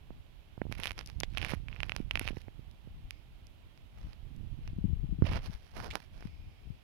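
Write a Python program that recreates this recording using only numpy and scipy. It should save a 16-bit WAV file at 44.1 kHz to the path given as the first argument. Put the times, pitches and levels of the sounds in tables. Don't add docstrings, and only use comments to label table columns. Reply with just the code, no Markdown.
import sys
import numpy as np
from scipy import signal
from scipy.fft import rfft, irfft
from scipy.io import wavfile
from scipy.ndimage import uniform_filter1d

SR = 44100
rng = np.random.default_rng(int(sys.argv[2]) if len(sys.argv) > 2 else 0)


def wav_record(signal):
    frames = np.transpose(np.atleast_2d(signal))
    bounded = np.clip(frames, -1, 1)
    quanta = np.round(bounded * 32767).astype(np.int16)
    wavfile.write(sys.argv[1], SR, quanta)


N = 301203
TIME_S = np.arange(N) / SR


# t/s, hold/s, level/dB, dull re bright/dB, slips re hiss/dB, gap ring/dB
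FINGER_STROKES = [(0.729, 0.021, -52.5, -3, 10, 5), (0.793, 0.11, -49.5, -2.5, 9.5, 0),
                  (0.978, 0.034, -51, -2.5, 1, 0), (1.073, 0.036, -66, 6, 12, 7),
                  (1.367, 0.045, -46.5, -2.5, 12.5, 10), (1.423, 0.063, -42, -2.5, 0, 9),
                  (1.502, 0.032, -44.5, 2.5, 7, 1), (1.703, 0.1, -58.5, 2, 3.5, 18),
                  (1.8, 0.21, -58.5, 1.5, 3, 7), (2.12, 0.11, -57, 1, 6, 12),
                  (2.215, 0.081, -46.5, -4, 0, 8), (2.355, .05, -59, -9, 4, -24),
                  (3.975, 0.15, -66, 5, 0, -10), (4.636, 0.072, -64, -6, -4, 16),
                  (5.261, 0.029, -41, 2, -11, 10), (5.321, 0.054, -41.5, 4.5, 0, 7),
                  (5.44, 0.028, -48.5, -1, -8, -9), (5.523, 0.017, -53, 1, 0, -29),
                  (5.575, 0.14, -66.5, -2, 4, -30), (5.763, 0.047, -50, 7.5, 0, -35),
                  (5.836, 0.031, -49, 9.5, -1, -35), (5.939, 0.031, -52, 7, -8, -11),
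                  (5.988, 0.046, -61, 1, 5, -34), (6.137, .13, -65, 4.5, 4, -31)]

def finger(press_db_per_s=629, lift_db_per_s=508):
    levels_db = swells(FINGER_STROKES, press_db_per_s, lift_db_per_s)
    touch_db = np.array(FINGER_STROKES)[levels_db.argmax(axis=0), 3:].T
    return levels_db.max(axis=0), *uniform_filter1d(touch_db, size=441, axis=1)


# f/Hz, gain/dB
SKIN_SPECTRUM = [(120, 8), (350, 1), (750, 2), (1100, -1.5), (1600, -1), (2500, -7), (3500, -8),
                 (5500, -7.5), (7700, -28), (9200, -21.5), (11000, -18.5), (13000, -26), (15500, -30)]

def rub(level_db, dull_db, grit_db, gap_db, slips_per_s=560, spread_db=2.5, judder_db=3.5,
        split_hz=1400, gap_hz=2650, gap_width_hz=1000):
    sizes = gain_of(spread_db * np.minimum(rng.exponential(1, N), 3.5)) * rng.choice([-1, 1], N)
    slips = sizes * arrivals(slips_per_s)
    slip_pulse = impulse(lambda hz: db_at(SKIN_SPECTRUM, hz))
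    crackle = unit_rms(signal.oaconvolve(slips, slip_pulse)[:N])
    hiss = unit_rms(noise(SKIN_SPECTRUM))
    grit, gap = gain_of(grit_db), gain_of(gap_db)
    skin = (grit * crackle + hiss) / np.hypot(grit, 1) * gain_of(judder_db * drift(160))
    dull = signal.sosfiltfilt(signal.butter(2, split_hz, fs=SR, output="sos"), skin)
    ring = unit_rms(signal.lfilter(*signal.iirpeak(gap_hz, gap_hz / gap_width_hz, SR), skin))
    bright = (unit_rms(skin - dull) + gap * ring) / (1 + gap)
    friction = bright + gain_of(dull_db) * unit_rms(dull)
    return np.array([np.zeros(N), gain_of(level_db) * friction])


# f/Hz, gain/dB
PORT_RESPONSE = [(40, -9), (400, -7), (1000, -4.5), (1600, -4), (2500, -2), (3500, -8.5), (5500, -11),
                 (7700, -24.5), (9200, -20.5), (11000, -16.5), (13000, -29), (15500, -36)]

def contact_db(hz, treble_db, ring_hz, ring_db, half_width_hz=960):
    shelf_db = db_at([(3000, 0), (10000, treble_db)], hz)
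    peak_db = ring_db / (1 + ((hz - ring_hz) / half_width_hz) ** 2)
    return db_at(PORT_RESPONSE, hz) + shelf_db + peak_db


def snap(treble_db, ring_hz, ring_db, bass_db=4, rebound_s=0.001314, rebound_ratio=0.15):
    delay_s = rebound_s * rng.uniform(0.702, 1.3)
    def spectrum_db(hz):
        shelf_db = db_at([(380, bass_db), (2000, 0)], hz)
        hollow_db = rebound_db(hz, delay_s, rebound_ratio)
        return contact_db(hz, treble_db, ring_hz, ring_db) + shelf_db + hollow_db
    return impulse(spectrum_db)


# t/s, strength/dB, treble/dB, ring f/Hz, ring/dB
SKIN_SNAPS = [(0.725, -1.5, 0, 2570, 4), (0.8014, -12, 4.5, 2010, 9), (0.835, -6.5, 8.5, 3180, 17),
              (0.841, -15, 13, 3120, 19), (0.8572, -0.5, 4, 2270, 8), (0.8713, -7.5, 9, 3260, 18.5),
              (0.8774, -13, 8, 3220, 19), (0.9085, -3.5, -5, 2580, 9), (0.9177, -10, 4.5, 2650, 6),
              (0.9791, -10.5, 1, 2650, 5.5), (0.991, -4, -4.5, 5300, 14.5), (1.0109, -6.5, -7, 2650, 3),
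              (1.1, -13, 1, 4750, 6.5), (1.2087, -5, -9, 2650, -0.5), (1.3733, 0.5, -7, 3200, 12.5),
              (1.3826, -9.5, -1, 2920, 15.5), (1.4161, -9, 1, 2940, 15.5), (1.4285, -4.5, -8, 2650, 10),
              (1.4481, -7, 9.5, 2300, 18), (1.4952, -11.5, 6.5, 1900, 14), (1.6846, -17, -6, 2480, 17),
              (1.7284, -19, -25, 2550, 16.5), (1.7627, -21.5, -18, 2410, 18), (1.804, -8.5, -2, 2590, 14.5),
              (1.8323, 0.5, -8, 2640, 11.5), (1.8955, -3.5, -6, 2690, 13), (1.92, -2.5, -11, 2620, 12.5),
              (1.964, 1.5, 0.5, 5600, 5), (2.1104, -3, -0.5, 2830, 18), (2.1135, -17, 6, 2600, 18),
              (2.1559, 2, -5, 2620, 13), (2.1741, -4, -8, 2590, 12.5), (2.1954, -12, 25.5, 2400, 22),
              (2.277, -2.5, -0.5, 2580, 13.5), (2.287, -14.5, 5, 2700, 21.5), (3.7762, -24, -2, 4960, 7),
              (4.132, -22.5, -7, 4650, 14), (4.677, -12.5, -6, 6000, 9), (5.3342, -8.5, -5, 2240, 10),
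              (5.802, -15, 2, 1200, 16), (5.844, -9.5, 3, 1200, 1), (5.9551, 4, 3, 786, 6.5)]

def snaps(level_db, grit_db, small_per_s=65, over_stroke_db=20.5):
    releases = arrivals(small_per_s)
    sizes = gain_of(level_db + grit_db + over_stroke_db + rng.uniform(-2, 0, N))
    right = signal.oaconvolve(releases * sizes, snap(treble_db=14, ring_hz=2450, ring_db=17))[:N]
    for start_s, db, treble_db, ring_hz, ring_db in SKIN_SNAPS:
        add(right, start_s, gain_of(db) * snap(treble_db, ring_hz, ring_db))
    return np.array([np.zeros(N), right])


# t/s, strength/dB, low-pass f/Hz, rebound delay/s, rebound ratio (< 0 pulls away)
FINGERTIP_KNOCKS = [(0.617, 5, 1590, 0.00041, 0.86), (1.234, 1.5, 4000, 0.00072, -0.59),
                    (2.3691, -11.5, 2060, 0.00037, 0.89), (2.4831, -19.5, 2220, 0.00042, 0.8),
                    (5.2221, 0.5, 1430, 0.00063, -0.23), (6.2251, -12.5, 2120, 0.0013, 0.11)]

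def knocks(thud_hz=200, thud_db=8):
    out = np.zeros((2, N))
    for start_s, db, cutoff_hz, delay_s, ratio in FINGERTIP_KNOCKS:
        def spectrum_db(hz):
            body_db = db_at([(20, -12), (thud_hz, thud_db), (900, 0)], hz)
            muffle_db = 10 * np.log10(1 + (hz / cutoff_hz) ** 10)
            return db + body_db + rebound_db(hz, delay_s, ratio) - muffle_db
        add(out[1], start_s, impulse(spectrum_db))
    return out


# t/s, strength/dB, thud f/Hz, low-pass f/Hz
GRIP_BUMPS = [(0.1055, 5, 201, 1080), (0.578, 12, 100, 1100), (0.6531, 15.5, 91, 636), (0.667, 14, 90, 810),
              (0.6957, 18, 90, 302), (0.7153, 9, 135, 1500), (0.7932, 8, 149, 1500),
              (1.5359, 21, 157, 2200), (2.0014, 17.5, 233, 343), (2.2129, 9.5, 248, 2200),
              (2.306, 11, 220, 570), (2.3304, 8.5, 111, 600), (2.371, 17.5, 85.4, 623),
              (2.4828, 9, 101, 840), (2.5928, 7, 110, 440), (2.874, 7.5, 97, 570), (4.408, 4.5, 205, 272),
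              (5.2221, 37.5, 88, 467), (5.2433, 28, 85.6, 268), (5.3181, 19, 93, 1490)]

def bumps():
    out = np.zeros((2, N))
    for start_s, db, thud_hz, cutoff_hz in GRIP_BUMPS:
        add(out[1], start_s, gain_of(db) * thud(thud_hz, cutoff_hz))
    return out


# t/s, left level/dB, right level/dB, decay
# constant/s, ring f/Hz
CASE_SCUFFS = [(1.059, -75, -67, 0.083, 4500), (1.2338, -37, -35.5, 0.0057, 2600),
               (1.3, -70, -75, 0.23, 4000), (5.904, -47, -36.5, 0.014, 2490)]

def scuffs(width_hz=2200, grain_db=3):
    out, age_s = np.zeros((2, N)), TIME_S[:SR // 2]
    for start_s, left_db, right_db, decay_s, ring_hz in CASE_SCUFFS:
        ring = impulse(lambda hz: -20 * np.log10(1 + ((hz - ring_hz ** 2 / (hz + 1)) / width_hz) ** 2))
        grain = gain_of(grain_db * drift(360)[:len(age_s)])
        for channel, db in zip(out, (left_db, right_db)):
            grit = grain * rng.standard_normal(len(age_s))
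            brush = unit_rms(signal.oaconvolve(grit, ring)[:len(age_s)])
            add(channel, start_s, gain_of(db) * brush * np.exp(-age_s / decay_s))
    return out


# t/s, strength/dB, high-pass f/Hz, ring f/Hz, channel (0 left, 1 right)
CASE_TICKS = [(1.0615, -11.5, 4000, 5550, 0), (1.0741, -11.5, 4000, 5140, 0), (1.2027, 3, 4130, 6100, 0),
              (2.4173, -21.5, 2000, 2500, 1), (2.713, -27, 2960, 3900, 1), (3.108, -6, 1620, 2620, 1),
              (3.4692, -21.5, 3000, 5650, 1), (4.364, -28.5, 5000, 7200, 0)]

def ticks(treble_db=6.5, ring_db=8):
    out = np.zeros((2, N))
    for start_s, db, cutoff_hz, ring_hz, channel in CASE_TICKS:
        def spectrum_db(hz):
            bass_cut_db = 10 * np.log10(1 + (cutoff_hz / (hz + 1)) ** 5)
            return db + contact_db(hz, treble_db, ring_hz, ring_db) - bass_cut_db
        add(out[channel], start_s, impulse(spectrum_db))
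    return out


# t/s, level/dB
RING_BRUSH_LEVEL = [(3.09, -98), (3.12, -65.5), (3.2, -71), (3.3, -100), (5.95, -98), (6.08, -85),
                    (6.2, -67), (6.3, -66), (6.45, -70.5), (6.83, -74)]
# f/Hz, width/Hz, gain/dB
RING_BRUSH_MODES = [(2390, 520, -3), (4960, 1200, -13.5)]

def ring_and_brush(left_db=-7):
    hz = np.fft.rfftfreq(N, 1 / SR)
    rings = sum(gain_of(db) / (1 + (2 * (hz - ring_hz) / width_hz) ** 2)
                for ring_hz, width_hz, db in RING_BRUSH_MODES)
    hiss = unit_rms(irfft(rfft(rng.standard_normal((2, N))) * rings, N))
    return hiss * gain_of(curve(RING_BRUSH_LEVEL)) * gain_of([[left_db], [0]])


# t/s, hold/s, level/dB
LEFT_GUSTS = [(0.1, 0.055, -48.5), (0.78, 0.29, -52), (2.13, 0.17, -47), (2.93, 0.14, -47),
              (3.3, 0.37, -55), (4.01, 0.056, -40.5), (4.69, .1, -37), (4.86, .52, -32.5),
              (5.48, 0.054, -38.5), (5.79, 0.1, -41.5), (6.18, 0.31, -45.5), (6.67, 0.026, -41)]
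# t/s, level/dB
RIGHT_RUMBLE = [(0, -50.5), (0.54, -55), (0.7, -39), (1.02, -48.5), (1.22, -37), (1.55, -38.5),
                (1.68, -41.5), (2.28, -39), (2.5, -47.5), (3.1, -50), (3.9, -53.5), (4.38, -38.5),
                (4.7, -43), (4.88, -48), (5.13, -44), (5.33, -31), (5.55, -54), (6.25, -50), (6.83, -57)]
# f/Hz, gain/dB
LARGE_EDDY_SPECTRUM = [(4, -9), (12, -10.5), (27, 3.5), (45, 6), (85, -1), (140, -12), (200, -19.5),
                       (300, -32.5), (500, -39), (1200, -77)]
SMALL_EDDY_SPECTRUM = [(30, -41), (80, 8), (150, 2), (250, -9.5), (350, -15.5), (480, -43.5), (800, -43),
                       (2000, -71)]

def buffet(calm_db=-60.5, lump_db=3.5, small_db=-7, ref_db=-38, small_db_per_db=0.1, eddies_per_s=40):
    out = []
    eddy = impulse(lambda hz: db_at(SMALL_EDDY_SPECTRUM, hz))
    gust_db = swells(LEFT_GUSTS, rise_db_per_s=174, fall_db_per_s=200).max(axis=0)
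    for level_db in (np.maximum(gust_db, calm_db), curve(RIGHT_RUMBLE)):
        large = unit_rms(noise(LARGE_EDDY_SPECTRUM) * gain_of(lump_db * drift(40)))
        pushes = rng.choice([-1, 1], N) * rng.uniform(0.49, 1, N) * arrivals(eddies_per_s)
        small = unit_rms(signal.oaconvolve(pushes, eddy)[:N])
        small_gain = gain_of(small_db + small_db_per_db * (level_db - ref_db))
        out.append(gain_of(level_db) * (large + small_gain * small))
    return np.array(out)


# t/s, strength/dB, thud f/Hz
WIND_PUFFS = [(4.785, 25, 205), (4.8406, 29.5, 204), (4.851, 27.5, 176), (4.93, 28.5, 85),
              (5.0385, 21, 190), (5.125, 25, 140), (5.186, 22.5, 166), (5.496, 17.5, 157),
              (6.2534, 20, 187), (6.7025, 19, 112)]

def puffs(cutoff_hz=181):
    out = np.zeros((2, N))
    for start_s, db, thud_hz in WIND_PUFFS:
        add(out[0], start_s, gain_of(db) * thud(thud_hz, cutoff_hz))
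    return out


# f/Hz, density/(dB per Hz)
LEAVES_LEFT = [(300, -99), (500, -103), (750, -103), (1200, -109), (1700, -113), (2400, -114), (3100, -111),
               (4000, -114), (5200, -116), (6500, -118), (8500, -123), (11000, -126), (13000, -126),
               (15500, -130)]
LEAVES_RIGHT = [(300, -92.5), (500, -97.5), (750, -96.5), (1200, -103), (1700, -104), (2400, -100),
                (3100, -99), (4000, -106), (5200, -114), (6500, -123), (8500, -123), (11000, -116),
                (13000, -117), (15500, -122)]

def leaves():
    return np.array([noise(LEAVES_LEFT), noise(LEAVES_RIGHT)])


def thud(thud_hz, cutoff_hz, q=1.45):
    def spectrum_db(hz):
        detune = q * (hz / thud_hz - thud_hz / (hz + 1))
        muffle = 1 + (hz / cutoff_hz) ** 6
        return -10 * np.log10((1 + detune ** 2) * muffle)
    return impulse(spectrum_db)


def rebound_db(hz, delay_s, ratio):
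    return 20 * np.log10(abs(1 + ratio * np.exp(-2j * np.pi * hz * delay_s)))


def impulse(spectrum_db, size=4096):
    hz = abs(np.fft.fftfreq(size, 1 / SR))
    log_gain = np.log(gain_of(np.maximum(spectrum_db(hz), -100)))
    return np.fft.ifft(np.exp(np.conj(signal.hilbert(log_gain)))).real[:size // 2]


def noise(spectrum):
    gain = gain_of(db_at(spectrum, np.fft.rfftfreq(N, 1 / SR)))
    return irfft(rfft(rng.standard_normal(N)) * gain, N) * np.sqrt(SR / 2)


def drift(rate_hz):
    hz = np.fft.rfftfreq(N, 1 / SR)
    band = np.exp(-(hz / rate_hz) ** 2) * (hz > rate_hz / 10)
    return unit_rms(irfft(rfft(rng.standard_normal(N)) * band, N))


def arrivals(per_s):
    return rng.random(N) < per_s / SR


def swells(rows, rise_db_per_s, fall_db_per_s):
    return np.array([db - rise_db_per_s * np.maximum(t_s - TIME_S, 0)
                     - fall_db_per_s * np.maximum(TIME_S - t_s - hold_s, 0)
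                     for t_s, hold_s, db, *_ in rows])


def curve(points):
    return np.interp(TIME_S, *np.transpose(points))


def db_at(spectrum, hz):
    knots_hz, db = np.transpose(spectrum)
    return np.interp(np.log(hz + 1), np.log(knots_hz + 1), db)


def gain_of(db):
    return 10 ** (np.asarray(db) / 20)


def unit_rms(x):
    return x / np.sqrt(np.mean(x ** 2) + 1e-20)


def add(mix, start_s, sound):
    part = mix[max(round(start_s * SR), 0):][:len(sound)]
    part += sound[:len(part)]


def scene():
    level_db, dull_db, grit_db, gap_db = finger()
    sliding = rub(level_db, dull_db, grit_db, gap_db) + snaps(level_db, grit_db)
    handling = sliding + ring_and_brush() + scuffs() + knocks() + bumps() + ticks()
    return handling + buffet() + puffs() + leaves()


def record(dry):
    cutoff_hz = 16200
    lowpass = signal.firwin(255, cutoff_hz, window=("kaiser", 9), fs=SR)
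    return signal.oaconvolve(dry, lowpass[None], "same")


dry = scene()
out = record(dry)
wav_record(out)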